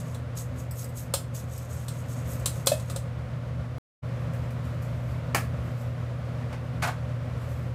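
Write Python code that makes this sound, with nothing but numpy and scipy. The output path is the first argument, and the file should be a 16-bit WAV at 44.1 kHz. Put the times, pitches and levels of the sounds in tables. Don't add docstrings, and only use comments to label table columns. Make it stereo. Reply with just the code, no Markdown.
import sys
import numpy as np
from scipy import signal
from scipy.fft import rfft, irfft, next_fast_len
from scipy.io import wavfile

SR = 44100
rng = np.random.default_rng(int(sys.argv[2]) if len(sys.argv) > 2 else 0)


def inscribe(sig):
    pcm = np.round(np.clip(np.atleast_2d(sig).T, -1, 1) * 32767)
    wavfile.write(sys.argv[1], SR, pcm.astype(np.int16))


def nominal_scale(level):
    x = np.asarray(level, float) / 20
    return 10 ** x


N = 341334
STEP = 32
LN_60DB = np.log(1000)


def rms_one(x):
    return x / np.sqrt(np.mean(x ** 2) + 1e-20)


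def at_hz(points, hz):
    f, db = np.transpose(points)
    return np.interp(np.log(hz), np.log(f), db)


def bins_hz(size):
    return np.maximum(np.arange(size // 2 + 1) * SR / size, 1)


def seconds(length_s):
    return np.arange(round(length_s * SR)) / SR


def drift(rate_hz):
    r = np.exp(-80 * np.pi * rate_hz / SR)
    noise = rng.standard_normal(N // 40 + 2002)
    slow = signal.lfilter([1], [1, -2 * r, r * r], noise)[2000:]
    return np.interp(np.arange(N) / 40, np.arange(len(slow)), rms_one(slow))


def split(hz, kind, order):
    return signal.butter(order, hz, kind, fs=SR, output="sos")


def colour(x, spectrum, peaks=()):
    length = x.shape[-1]
    size = next_fast_len(length)
    hz = bins_hz(size)
    level_db = at_hz(spectrum, hz)
    for f, width, db in peaks:
        level_db = level_db + db / (1 + (2 * (hz - f) / width) ** 2)
    return rms_one(irfft(rfft(x, size) * nominal_scale(level_db), size)[..., :length])


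def lifted(peaks, top_db):
    return [(hz, width, max(db + top_db, 0)) for hz, width, db in peaks]


def pan(db):
    return nominal_scale(np.array([[.5], [-.5]]) * db)


def struck(modes, spread_db, length, scatter=1):
    hz, level_db, t60 = modes
    t = np.arange(length) / SR
    gains = nominal_scale(level_db + spread_db * rng.standard_normal((2, len(hz))))
    phase = scatter * 2 * np.pi * rng.random((2, len(hz)))
    fade = np.exp(-LN_60DB * t / t60[:, None])
    angle = 2 * np.pi * hz[:, None] * t
    sines = (gains * np.cos(phase)) @ (fade * np.sin(angle))
    cosines = (gains * np.sin(phase)) @ (fade * np.cos(angle))
    return sines + cosines


def add(out, sound, s):
    i = round(s * SR)
    out[:, i:i + sound.shape[1]] += sound[:, :N - i]


def stroke(s, rise, length, sag_db, fall):
    t = np.arange(0, N, STEP) / SR - s
    slide = -sag_db * np.minimum(t / length, 1)
    return np.where(t < 0, 20 * t / rise, slide - fall * np.maximum(t - length, 0))


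def full(v):
    return np.interp(np.arange(N), np.arange(0, N, STEP), v)


# t/s, level/dB
FAN_AIR = [(0.0, -47.5), (1.5, -48), (2.0, -46.5), (2.4, -44.8), (3.0, -46.2), (3.7, -46.5), (4.1, -44.5),
           (5.2, -44.3), (6.3, -45), (7.74, -44.5)]
# f/Hz, level/dB
AIR_SPECTRUM = [(180, -41), (300, -12.5), (385, -11), (418, -15.5), (447, -8), (527, -4.5), (688, -9),
                (839, -14.5), (1080, -11.5), (1450, -13.5), (1580, -16.5), (1990, -17.5), (6140, -34.5),
                (12900, -43.5), (15800, -47.5)]
# f/Hz, level/dB
RUMBLE_SPECTRUM = [(15, -59), (28, -24.5), (45, -14), (62, -2), (100, -3), (135, 1.5), (195, -9.5),
                   (260, -9), (280, -8)]
# f/Hz, width/Hz, level/dB
DUCT_PEAKS = [(81.5, 31.3, 15), (159.2, 40, 11.5), (244, 52, 10.5), (564, 170, 2.5)]
# f/Hz, likeness/1
EAR_LIKENESS = [(60, 1), (150, 0.94), (380, 0.7), (950, 0.28), (2380, 0.14), (5980, -1.3), (15000, -0.37)]


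def fan():
    hum_hz, hum_db, mean_air_db = 120.2, -36.8, -46
    gust_db, side_db = .7, -1.4
    s, level_db = np.transpose(FAN_AIR)
    air_db = np.interp(np.arange(N) / SR, s, level_db)
    hum_db = hum_db + 1.1 * (air_db - mean_air_db)
    size = next_fast_len(N)
    alike = np.clip(at_hz(EAR_LIKENESS, bins_hz(size)), 0, 1)
    mid, side = rfft(rng.standard_normal((2, size)))
    white = irfft(np.sqrt(1 + alike) * mid + np.sqrt(1 - alike) * side * [[1], [-1]], size)[:, :N]
    air = colour(white, RUMBLE_SPECTRUM[:-1] + AIR_SPECTRUM[1:], DUCT_PEAKS)
    air = air * nominal_scale(air_db + 11 + gust_db * drift(8.8))
    hum = np.sqrt(2) * np.sin(2 * np.pi * hum_hz * np.arange(N) / SR + .15 * drift(5.9))
    return (air + hum * nominal_scale(hum_db + 3.35 + 0.45 * drift(5))) * pan(side_db)


def kitchen(x):
    t60_s = 0.22
    t = seconds(.45)
    echoes = rng.standard_normal((2, len(t))) * np.exp(-LN_60DB * t / t60_s) * (t > .004)
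    echoes = echoes / np.linalg.norm(echoes, axis=1)[:, None]
    return signal.fftconvolve(x, echoes, axes=1)[:, :N]


# t/s, level/dB, rise/s per 20 dB, stroke length/s
FINGER_RUBS = [(4.242, -64, .2, .03), (4.34, -53, .018, .03), (4.43, -63, .08, .13),
               (4.652, -55, .031, .04), (4.73, -62, .08, .09), (4.826, -48, .013, .008),
               (4.86, -62, .04, .11), (5.088, -57, .2, .08), (5.5, -63, .08, .02), (5.674, -58, .17, .02),
               (5.82, -54, .17, .03), (7.41, -60, .04, .05), (7.52, -53.5, .26, .09), (7.74, -63, .04, .02)]
# f/Hz, level/dB
LABEL_SPECTRUM = [(2350, -30), (4000, -9), (8110, -3), (8840, -12.5), (11600, -3.5), (14900, -8.5),
                  (15800, -20.5)]


def hands():
    grip_db, grip_s = -76, 4.0
    power = nominal_scale(grip_db) ** 2 * (np.arange(0, N, STEP) > grip_s * SR)
    for s, db, rise, length in FINGER_RUBS:
        power = power + nominal_scale(db + stroke(s, rise, length, sag_db=5.5, fall=150)) ** 2
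    friction = colour(rng.standard_normal((2, N)), LABEL_SPECTRUM)
    return friction * full(np.sqrt(power)) * nominal_scale(-2.5 + 1.5 * drift(30))


def plastic_hits(hits, spectrum, peaks, t60):
    out, t = np.zeros((2, N)), seconds(.3)
    decay = LN_60DB / t60
    for s, peak_db, tilt_db, scrape, side_db in hits:
        shape = [(hz, db + tilt_db * np.log2(hz / 2000)) for hz, db in spectrum]
        noise = rng.standard_normal((3, len(t)))
        noise = colour(noise[:2] + 0.27 * noise[2], shape, lifted(peaks, top_db=3))
        low = signal.sosfilt(split(2500, "low", 2), noise)
        late = np.maximum(t - scrape, 0) * decay
        during = np.minimum(t, scrape) * decay
        tail = low * np.exp(-late) + (noise - low) * np.exp(-.85 * late - .35 * during)
        onset = np.minimum(t / (.0008 + .2 * scrape), 1)
        crack = onset * (1 + 2.6 * np.exp(-scrape / 0.0094 - t / 0.0023))
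        add(out, nominal_scale(peak_db - 8) * pan(side_db) * crack * tail, s)
    return out


# t/s, level/dB, tilt/dB per octave, scrape length/s, left-right/dB
CAP_KNOCKS = [
    (4.334, -41, 1.2, 0.004, 3),
    (4.505, -43, 2.5, 0.004, 5),
    (4.652, -45, 0.1, 0.004, 7),
    (4.824, -48, 3, 0.004, 7),
    (5.3465, -10, 0.1, 0.0026, 1),
    (7.417, -47, 0.1, 0.004, -2.0),
]
# f/Hz, level/dB
PLASTIC_SPECTRUM = [(150, -35), (250, -5.5), (786, 0), (951, -4), (1520, -2.5), (1810, -3), (2430, -4.5),
                    (3880, -18), (4150, -13.5), (9550, -14.5), (15800, -20.5)]
# f/Hz, width/Hz, level/dB
BOTTLE_PEAKS = [(740, 260, .5), (1140, 70, 2.5), (1720, 400, 3.5), (2400, 90, 2.5), (2760, 36, -10),
                (3120, 30, 1.5), (4150, 65, .1)]


def bottle_knocks():
    return plastic_hits(CAP_KNOCKS, PLASTIC_SPECTRUM, BOTTLE_PEAKS, t60=.13)


# t/s, level/dB, tilt/dB per octave, scrape length/s, left-right/dB
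BOTTLE_LANDINGS = [
    (6.526, -29.5, .3, 0.0091, 2),
    (6.8198, -13.8, 2.3, 0.032, 0),
    (6.8713, -18.5, .3, 0.02, -0.5),
]
# f/Hz, level/dB
COUNTER_SPECTRUM = [(150, -47), (250, -21), (518, -10), (708, -1), (918, -6.5), (1520, -8.5), (1870, -13),
                    (2190, -10), (2940, -18.5), (11000, -33), (15800, -45)]
# f/Hz, width/Hz, level/dB
COUNTER_RESONANCES = [(686, 59, -7), (1066, 27, -2), (1490, 110, 2), (2220, 30, -16), (2680, 36, -12),
                      (3080, 36, -17)]


def bottle_set_down():
    return plastic_hits(BOTTLE_LANDINGS, COUNTER_SPECTRUM, COUNTER_RESONANCES, t60=.105)


# t/s, level/dB, ring t60/s, left-right/dB
LIGHT_TOUCHES = [(0.7103, -32, 0.14, -0.5), (0.3535, -44, .08, -1.5), (0.843, -31.5, 0.068, -2.0),
                 (0.8904, -42.5, 0.1, -0.5), (1.5784, -34.5, 0.077, -2.0), (2.1281, -44, 0.1, 0.5),
                 (2.333, -34.5, 0.11, 0), (2.3979, -40, 0.1, -1.5),
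                 (2.6605, -23.5, .08, -2.5),
    (6.8735, -32, .035, 0),
]
# f/Hz, level/dB
TOUCH_SPECTRUM = [(2350, -43.5), (4000, -19.5), (5030, -4.5), (6560, -23), (8110, 2.5), (9050, -11),
                  (13500, -4), (15800, -16.5)]


def ticks():
    out, t = np.zeros((2, N)), seconds(.2)
    for s, peak_db, t60, side_db in LIGHT_TOUCHES:
        fade = np.exp(-t / 0.0081) + np.exp(-LN_60DB * t / t60)
        hiss = colour(rng.standard_normal((2, len(t))), TOUCH_SPECTRUM)
        add(out, nominal_scale(peak_db - 11) * pan(side_db) * fade * hiss, s)
    return out


# f/Hz, level/dB, t60/s
SEATED_BOWL = [(612, -7, .14), (655, -10, .1), (1776, -19, .09), (2568, -19, .1), (3305, -24, .12)]


def landing():
    s, peak_db, hz, swell_s = 2.7165, -11, 590, .0022
    out, t = np.zeros((2, N)), seconds(.3)
    push = (t / swell_s / 2) ** 2 * np.exp(2 - t / swell_s) * np.sin(2 * np.pi * hz * t)
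    ring = struck(np.transpose(SEATED_BOWL), spread_db=1.0, length=len(t), scatter=.2)
    add(out, nominal_scale(peak_db) * (push + nominal_scale(-6) * ring * np.minimum(t / .006, 1)), s)
    return out


# t/s, level/dB, bowl thump/dB, ring t60/s, left-right/dB
RIM_CLINKS = [
    (0.1452, -33, -15, 0.068, -0.5),
    (1.1378, -9, -9, 0.068, -4),
    (1.8811, -26, -14, 0.1, -2),
    (2.4575, -9.5, -17, 0.067, -0.5),
    (2.6693, -3.5, -9, 0.07, -3),
    (2.7172, -23, -.1, 0.13, 3),
    (2.796, -34, -14, 0.081, 1),
    (2.8978, -26.5, -3.5, 0.093, 0),
    (2.9602, -21.5, -3, 0.054, -2),
]
# f/Hz, level/dB
RIM_SPECTRUM = [(530, -37), (900, -4), (1450, -5.5), (1870, -15.5), (2700, -12), (3500, -4.5), (4490, -4),
                (6280, -5.5), (8070, 0.5), (11800, -6), (15800, -12.5)]
# f/Hz, width/Hz, level/dB
RIM_RESONANCES = [(2560, 23, -9), (4080, 160, -2), (4420, 52, -5), (4640, 89, -5.5), (5530, 20, -4.5),
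                  (7360, 110, 1), (8310, 61, 4), (8710, 32, -6), (10300, 57, -8), (10500, 44, -2),
                  (11700, 48, -4.5), (11800, 43, -6.5), (11700, 38, -5), (13500, 66, -11.5)]
# f/Hz, level/dB, t60/s
WIRE_MODES = [(2570, -23, 0.35), (3435, -12, 0.3), (3860, -7, 0.076), (7350, -1.5, 0.087), (7300, -7, .12),
              (7980, -2, 0.26)]
# f/Hz, level/dB, t60/s
BOWL_MODES = [(588, 2, .02), (545, 0, .085), (755, -4, .04), (900, -6, .03), (1253, -8, .04),
              (2560, -21, .1), (3435, -14, .04)]


def clinks():
    slide_s, bend_s = .0022, .0022
    out, t = np.zeros((2, N)), seconds(.3)
    length = len(t)
    wire_hz, wire_db, wire_t60 = np.transpose(WIRE_MODES)
    middle, top = split(3000, "low", 4), split(3000, "high", 4)
    for s, peak_db, bowl_db, t60, side_db in RIM_CLINKS:
        noise = rng.standard_normal((3, length))
        clatter = colour(noise[:2] + .5 * noise[2], RIM_SPECTRUM, lifted(RIM_RESONANCES, top_db=6.5))
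        clatter = clatter * (0.41 * np.exp(-t / 0.0033) + np.exp(-LN_60DB * t / t60))
        modes = wire_hz, wire_db - 11, wire_t60 * t60 / 0.48
        ring = clatter + struck(modes, spread_db=4.5, length=length)
        middle_gain = nominal_scale(-15.5 - .32 * peak_db + 12.5)
        ring = middle_gain * signal.sosfilt(middle, ring) + signal.sosfilt(top, ring)
        ring = ring * np.minimum(t / slide_s, 1) * nominal_scale(-9)
        thump = struck(np.transpose(BOWL_MODES), spread_db=1.5, length=length, scatter=0.11)
        thump = (thump[0] + 0.15 * thump) * np.minimum(t / bend_s, 1)
        add(out, nominal_scale(peak_db) * (ring * pan(side_db) + nominal_scale(bowl_db - 5.5) * thump), s)
    return out


# t/s, level/dB, rise/s per 20 dB, slide length/s, brightness/dB
TOSSES = [(0.003, -45, .011, .012, -6), (0.075, -54, .06, .09, -2), (0.376, -37, .016, .035, .1),
          (0.6, -48, .065, .025, .9), (0.79, -41, .05, .05, 4.5), (0.975, -41.5, .028, .05, 4),
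          (1.35, -39.5, .013, .05, .1), (1.516, -49, .05, .14, -2), (1.712, -49, .044, .13, .1),
          (2.0, -50, .25, .02, -2), (2.098, -47, .052, .12, -3), (2.31, -44, .088, .055, 5),
          (2.4, -53, .06, .05, -3), (2.55, -48, .06, .07, .5), (2.79, -53, .06, .04, -2),
          (2.89, -54.5, .18, .05, .1), (2.985, -52.5, .06, .012, -.9)]


def tossing():
    power, bright = 1e-9, 0
    for s, db, rise, length, bright_db in TOSSES:
        throw = nominal_scale(db + stroke(s, rise, length, sag_db=6.5, fall=380)) ** 2
        crumbs = nominal_scale(db - 25 + stroke(s, rise, length, sag_db=0, fall=48)) ** 2
        power = power + throw + crumbs
        bright = bright + throw * bright_db
    return full(10 * np.log10(power)), full(bright / power)


# f/Hz, level/dB
MESH_SPECTRUM = [(1470, -33.5), (2500, -12.5), (2990, -12.5), (3970, -8.5), (4290, -10), (6560, -3),
                 (10000, -7.5), (12200, -4.5), (14900, -13.5), (15800, -24)]
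# f/Hz, width/Hz, level/dB
MESH_RESONANCES = [(6600, 350, 1.2), (7900, 700, -0.5), (11800, 900, -4)]


def fish():
    level_db, bright_db = tossing()
    per_s = 6500 * nominal_scale(0.43 * (level_db + 47.5) + 1.7 * drift(60))
    sizes = nominal_scale(3.5 * np.minimum(rng.exponential(1, (3, N)), 4)) * rng.choice([-1, 1], (3, N))
    taps = (rng.random((3, N)) < per_s / SR) * sizes / np.sqrt(per_s) + 1e-18
    edges_hz = np.linspace(1500, 16500, 9)
    patch = rng.integers(0, 8, (3, N))
    rung = 0
    for k in range(8):
        rung = rung + signal.sosfilt(split(edges_hz[k:k + 2], "band", 2), taps * (patch == k))
    rung = colour(rung[:2] + 0.24 * rung[2], MESH_SPECTRUM, lifted(MESH_RESONANCES, top_db=5))
    top = signal.sosfilt(split(9000, "high", 2), rung)
    patter = rung + (nominal_scale(bright_db) - 1) * top
    return patter * nominal_scale(level_db + 1.06 + 1.1 * drift(45)) * pan(-1.5)


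def scene():
    rustle = fish() + ticks()
    hits = clinks() + landing() + bottle_knocks() + bottle_set_down()
    room = nominal_scale(-5) * kitchen(hits + nominal_scale(-4.5) * rustle)
    return rustle + hits + room + hands() + fan()


def top_cut(x):
    return signal.sosfilt(signal.butter(12, 16480, fs=SR, output="sos"), x)


def record(dry):
    cut_s, back_s, fade_s = 3.7832, 4.019, .018
    t = np.arange(N) / SR
    gate = np.where(t < cut_s, 1, np.clip((t - back_s) / fade_s, 0, 1) ** 2)
    mic_top = signal.ellip(8, 1, 45, 15550, fs=SR, output="sos")
    return top_cut(signal.sosfilt(mic_top, dry) * gate)


dry = scene()
out = record(dry)
inscribe(out)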